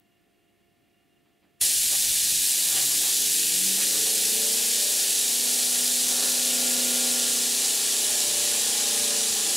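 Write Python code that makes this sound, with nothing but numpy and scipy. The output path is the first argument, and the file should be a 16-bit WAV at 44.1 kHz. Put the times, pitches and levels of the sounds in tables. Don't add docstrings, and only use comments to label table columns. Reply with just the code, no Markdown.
import sys
import numpy as np
from scipy import signal
from scipy.fft import rfft, irfft
from scipy.io import wavfile
from scipy.ndimage import uniform_filter1d

SR = 44100
rng = np.random.default_rng(int(sys.argv[2]) if len(sys.argv) > 2 else 0)


def volts_from_db(level):
    exponent = np.asarray(level, float) / 20
    return 10 ** exponent


def unload_audio(sound):
    columns = np.transpose(np.atleast_2d(sound))
    steps = np.round(np.clip(columns, -1, 1) * 32767)
    wavfile.write(sys.argv[1], SR, steps.astype(np.int16))


N = 421596
T = np.arange(N) / SR
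HZ = np.fft.rfftfreq(N, 1 / SR)
VALVE_S = 1.613
SINCE = np.maximum(T - VALVE_S, 0)
STEP = 8

# (frequency [Hz], level per Hz [dB])
JET_COLOUR = [(1400, -19.5), (1700, -14.5), (2100, -15.5), (2500, -9), (3000, -7), (3860, -3.5),
              (6000, -3.5), (7130, 0), (9420, -5.5), (10300, -4), (11800, -9.5), (13300, -13), (15700, -15),
              (16000, -15)]
# (frequency [Hz], side minus middle [dB])
JET_WIDTH = [(1000, -40), (2000, -16), (2600, -47), (7400, -56), (7900, -16.5), (10500, -8.5),
             (12200, -17.5), (13800, -4.5), (16000, -6)]
# (time [s], level [dB])
AIM = [(3.0, -0.5), (3.8, 1), (4.6, 1.5), (5.0, -1), (5.5, 0), (6.2, -3), (6.6, 3), (7.1, 3.5), (7.8, -0.5),
       (8.55, 3.5), (8.95, 4), (9.3, -1), (9.56, 2)]
# (time [s], level over the hiss [dB], half length [s])
RASPS = [
    (2.78, -9, .03),
    (3.83, -8.5, 0.027),
    (4.24, -15, .03),
    (5.76, -13, .025),
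]
HISS_DB, LOW_DB, BRIGHT_DB, TOP_DB = -26.5, -12.5, -0.93, -5
LOW_PER_AIM = 0.36
BRIGHT_SAG_DB_PER_S, TOP_SAG_DB_PER_S2 = 0.29, 0.11
BRIGHT_SURGE_DB, BRIGHT_SURGE_S = 2.5, 0.1


def jet(turn):
    chop_db = 0.2 * np.cos(2 * np.pi * 8 * turn)
    eddies = rng.standard_normal(N) * volts_from_db(walk(900) + chop_db)
    lag = np.arange(SR // 5) / SR
    echoes = volts_from_db(-37) * rng.standard_normal(len(lag)) * np.exp(-lag / 0.035)
    echoes[0] = 1
    both = wide(JET_COLOUR, JET_WIDTH, unit(signal.fftconvolve(eddies, echoes)[:N]))

    low = np.hypot(volts_from_db(LOW_DB + LOW_PER_AIM * curve(AIM)), bumps(RASPS))
    surge_db = BRIGHT_SURGE_DB * np.exp(-SINCE / BRIGHT_SURGE_S)
    bright = volts_from_db(BRIGHT_DB - BRIGHT_SAG_DB_PER_S * SINCE + surge_db)
    top = volts_from_db(TOP_DB - TOP_SAG_DB_PER_S2 * SINCE ** 2)
    edges = [1, ramp(2830, 3630), ramp(8000, 8420), ramp(10500, 11900), 0]
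    hiss = 0
    for k, gain in enumerate([low, 1, bright, top]):
        band = unit(irfft(both * (edges[k] - edges[k + 1]), N))
        hiss = hiss + band * gain * volts_from_db(HISS_DB + 0.22 * walk(14))

    from_opening = np.abs(T - VALVE_S)
    squeal = volts_from_db(-28) * narrow_noise(10200, 500) * np.exp(-from_opening / 0.03)
    spit = volts_from_db(-50) * narrow_noise(1400, 500) * np.exp(-from_opening / 0.014)
    return hiss + squeal + spit


def valve(rise_s=0.0027, surge_db=2.5, surge_s=0.026):
    opening = np.exp(np.minimum(T - VALVE_S, 0) / rise_s)
    return opening * volts_from_db(surge_db * np.exp(-SINCE / surge_s))


# (multiple of the turn rate, level [dB])
FINS = [(7, -9), (8, 7), (9, 1), (12, 8), (13, 9), (14, 8), (15, 4), (16, 11), (17, 13), (18, 3), (19, -4),
        (20, 13), (21, 14), (22, 7), (23, 9), (24, 2), (25, 4), (26, 1), (27, -6), (28, 3), (29, 8),
        (30, 5), (31, 4), (33, -5), (34, -4), (35, -6), (36, 2), (37, -3), (38, -1), (39, -4), (40, -6),
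        (41, -7), (43, -8), (44, -1), (45, -4), (46, -2)]
# (multiple of the turn rate, level [dB])
WOBBLE = [(6, -11.5), (10, -11), (11, -11), (32, -2)]
# (frequency [Hz], width [Hz], level [dB])
CASE = [(138, 12, 13), (192, 10, 11), (219, 16, 1), (249, 9, 7), (269, 9, 2), (305, 18, 5), (351, 18, -5),
        (390, 12, -7), (415, 26, -4), (447, 12, -1), (440, 9, 2), (459, 11, -4), (484, 9, -12),
        (529, 28, -6), (582, 11, -2), (616, 11, -12), (711, 59, -10), (777, 28, -4), (823, 14, -2),
        (871, 60, -15), (997, 15, -2), (1067, 45, -6), (1137, 9, -6), (1226, 60, -6), (1428, 40, 3)]
FULL_SPEED_HZ = 31
HUM_DB, HUM_DB_PER_DECADE = -58, 65
RATTLE_ORDER, RATTLE_DB_PER_S, RATTLE_EVEN_S = 27, 1.5, 7.3


def turbine(speed, turn):
    push_db = HUM_DB + HUM_DB_PER_DECADE * np.log10(speed / FULL_SPEED_HZ) + curve(AIM)
    speed, turn = speed[::STEP], turn[::STEP]
    hz = np.arange(1600.0)
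    case = sum(volts_from_db(2 * db) / (1 + (2 * (hz - f) / width) ** 2) ** 1.3 for f, width, db in CASE)
    hum = 0
    for k, db in FINS + WOBBLE:
        power = np.interp(k * speed, hz, case)
        upper_db = 0.12 * max(k - 18, 0) ** 0.9
        gain = np.sqrt(2 * power) * volts_from_db(db + 1 + upper_db + 1.2 * walk(5, STEP))
        if k >= RATTLE_ORDER:
            gain = gain * volts_from_db(RATTLE_DB_PER_S * (T[::STEP] - RATTLE_EVEN_S))
        phase = 2 * np.pi * (k * turn + rng.random())
        lead = 0.23 * rng.standard_normal()
        hum = hum + gain * np.sin([phase + lead, phase - lead])
    return volts_from_db(push_db) * signal.resample_poly(hum, STEP, 1, axis=1)[:, :N]


# (frequency [Hz], level per Hz [dB])
RUSH_COLOUR = [(200, -21), (400, -4.5), (600, 2), (800, 2), (900, -5), (1100, -6), (1430, -3.5), (1750, 0),
               (2300, -27)]
# (frequency [Hz], level per Hz [dB])
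CHURN_COLOUR = [(90, -14), (160, -7), (200, -1.5), (300, -1), (450, 0), (600, -9.5), (900, -14)]
# (frequency [Hz], side minus middle [dB])
RUSH_WIDTH = [(100, -12), (250, -10), (600, -12), (1200, -24), (2300, -12)]
# (time [s], level [dB], half length [s])
GUSTS = [(1.94, -44.5, .035), (2.77, -44, 0.089), (2.93, -48, .03), (3.07, -47.5, 0.069), (3.81, -44, .04),
         (3.95, -45, 0.044), (4.08, -46, 0.027), (4.42, -53, 0.072), (4.92, -53, .06), (6.1, -45.5, 0.065),
         (6.24, -40.5, 0.077), (8.12, -53, 0.048), (9.25, -47.5, .05), (9.39, -42, .04)]
RUSH_DB, RUSH_RISE_DB_PER_S, CHURN_DB, CHURN_GUST_DB = -53, 1.0, -55, -9


def case_air():
    gust = bumps(GUSTS)
    rush = unit(irfft(wide(RUSH_COLOUR, RUSH_WIDTH), N)) * volts_from_db(walk(19))
    rush = rush * np.hypot(volts_from_db(RUSH_DB + RUSH_RISE_DB_PER_S * SINCE), gust)
    churn = unit(irfft(wide(CHURN_COLOUR, RUSH_WIDTH), N)) * volts_from_db(walk(13))
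    return rush + churn * np.hypot(volts_from_db(CHURN_DB), volts_from_db(CHURN_GUST_DB) * gust)


# (time [s], level [dB], half length [s])
PUFFS = [(2.1, -54, .04), (2.38, -55, 0.046), (2.95, -63, .25), (3.77, -48, .025), (4.01, -51, 0.048),
         (4.34, -58, .025), (6.91, -62, .025), (7.12, -54, 0.033), (7.29, -54, .03), (8.12, -49, 0.029),
         (8.29, -49, 0.045), (8.4, -53, 0.082), (8.6, -58, .3), (9.02, -57, 0.067), (9.32, -55, 0.027),
         (9.5, -59, .03)]
BUFFET_DB, BUFFET_FADE_DB_PER_S = -48, 9
CARRIED_S, CARRIED_DB, LEAK_DB_PER_S = 2.6, -67, 0.77


def buffeting():
    gusts = rng.standard_normal((2, N)) * volts_from_db([3 * walk(25), 3 * walk(25)])
    thump = shape([(8, -4), (30, -7.5), (90, -6), (200, -7), (500, -23.5)])
    buffet = unit(irfft(rfft(gusts) * thump, N))
    spent = volts_from_db(BUFFET_DB - BUFFET_FADE_DB_PER_S * SINCE) * np.clip((CARRIED_S - T) / 0.15, 0, 1)
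    leak = volts_from_db(CARRIED_DB + LEAK_DB_PER_S * SINCE)
    return buffet * np.hypot(leak, spent + bumps(PUFFS))


# (multiple of its turn rate, level [dB])
MOTOR = [(5, -77.5), (6, -84), (10, -77), (11, -88), (12, -95), (13, -97), (14, -102), (15, -93.5),
         (16, -96), (17, -94), (19, -94), (20, -93), (23, -113), (25, -89), (26, -85.5), (28, -95),
         (29, -95), (30, -92), (31, -88), (32, -94), (34, -95), (35, -99), (37, -90)]
MOTOR_HZ = 69.38
# (frequency [Hz], level [dB])
MAINS = [(100, -86.5), (200, -81), (300, -82), (3295, -91)]


def motor():
    out = np.zeros(N)
    for k, db in MOTOR + [(hz / MOTOR_HZ, db) for hz, db in MAINS]:
        waver_db = np.repeat(walk(11.2, STEP), STEP)[:N]
        out += volts_from_db(db + 2 + waver_db) * np.sin(2 * np.pi * (k * MOTOR_HZ * T + rng.random()))
    return out + volts_from_db(-81 + 1.8 * walk(25)) * narrow_noise(2815, 35)


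# (time [s], level [dB], length [s])
FINGERS = [
    (1.255, -69, .05),
    (1.428, -65, .05),
]


def fingers():
    colour = shape([(120, -4), (280, 0), (600, -10), (2800, -14), (5000, -22)])
    scuff = unit(irfft(rfft(rng.standard_normal(N)) * colour, N))
    return sum(volts_from_db(db) * scuff * (T > s) * np.exp(-np.abs(T - s) / length) for s, db, length in FINGERS)


# (frequency [Hz], level per Hz [dB])
ROOM_COLOUR = [(25, -18), (190, -8), (400, -9.5), (560, -13.5), (750, -17), (900, -29), (1400, -21),
               (1800, -20), (2700, -21), (3300, -22), (3700, -24.5), (6000, -31), (9000, -30), (15800, -31)]
# (frequency [Hz], side minus middle [dB])
ROOM_WIDTH = [(60, 1), (110, -3), (200, -1), (380, -0.5), (700, 0), (1290, -9), (2380, -9), (4400, -17),
              (8120, -5), (15000, -1)]
ROOM_DB = -66.5


def room():
    tone = volts_from_db(ROOM_DB - 1.5) * unit(irfft(wide(ROOM_COLOUR, ROOM_WIDTH), N))
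    return (tone + motor() + fingers()) * volts_from_db([[-0.6], [0.6]])


def curve(table):
    s, value = np.transpose(table)
    return np.interp(T, s, value)


def bumps(events):
    return sum(volts_from_db(db) * np.exp(-((T - s) / half) ** 2) for s, db, half in events)


def shape(points):
    hz, db = np.transpose(points)
    return volts_from_db(np.interp(np.log(HZ + 1), np.log(hz), db, left=db[0] - 19, right=db[-1] - 36))


def ramp(lo_hz, hi_hz):
    return np.clip((HZ - lo_hz) / (hi_hz - lo_hz), 0, 1)


def unit(x):
    return x / np.sqrt(np.mean(x ** 2))


def walk(rate, step=1):
    k, n = int(SR / rate / step), len(T[::step])
    held = np.repeat(rng.standard_normal(n // k + 1), k)
    return unit(uniform_filter1d(uniform_filter1d(held, k), k)[:n])


def narrow_noise(hz, half_width_hz):
    return unit(irfft(rfft(rng.standard_normal(N)) / (1 + ((HZ - hz) / half_width_hz) ** 2), N))


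# (frequency [Hz], width [Hz], level [dB])
NOTCHES = [(493, 39, -11.5), (658, 63, -8.5), (890, 39, -8), (1290, 33, -14), (1540, 40, -9),
           (1574, 33, -11)]


def wide(colour, width, source=None):
    mid = rfft(rng.standard_normal(N) if source is None else source)
    side = rfft(rng.standard_normal(N)) * shape(width)
    notch_db = sum(db / (1 + (2 * (HZ - hz) / w) ** 2) for hz, w, db in NOTCHES)
    return shape(colour) * volts_from_db(notch_db) * np.array([mid + side, mid - side])


# (time [s], turns per second [Hz])
SPIN = [(1.62, 1.5), (2.0, 7.5), (2.3, 11.8), (2.68, 16.1), (2.99, 18.9), (3.23, 20.8), (3.49, 22.7),
        (3.86, 25.1), (4.38, 27.5), (4.93, 29.4), (5.51, 30.6), (5.84, 30.9), (6.12, 31.0), (7.12, 30.78),
        (7.98, 29.8), (8.43, 29.1), (9.17, 27.7), (9.56, 26.8)]


def scene():
    speed = curve(SPIN)
    turn = np.cumsum(speed) / SR
    return valve() * (jet(turn) + turbine(speed, turn) + case_air() + buffeting()) + room()


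def band_limit(x):
    return signal.sosfilt(signal.butter(12, 15970, fs=SR, output="sos"), x)


# (frequency [Hz], left minus right [dB])
LEAN = [(1, 0), (7000, 0), (8500, .5), (22050, .5)]


def record(dry):
    lean = np.sqrt(shape(LEAN))
    top_cut = (1 - ramp(15690, 15830)) ** 2
    mix = irfft(rfft(dry) * [lean, 1 / lean] * top_cut, N)
    return band_limit(mix)


dry = scene()
out = record(dry)
unload_audio(out)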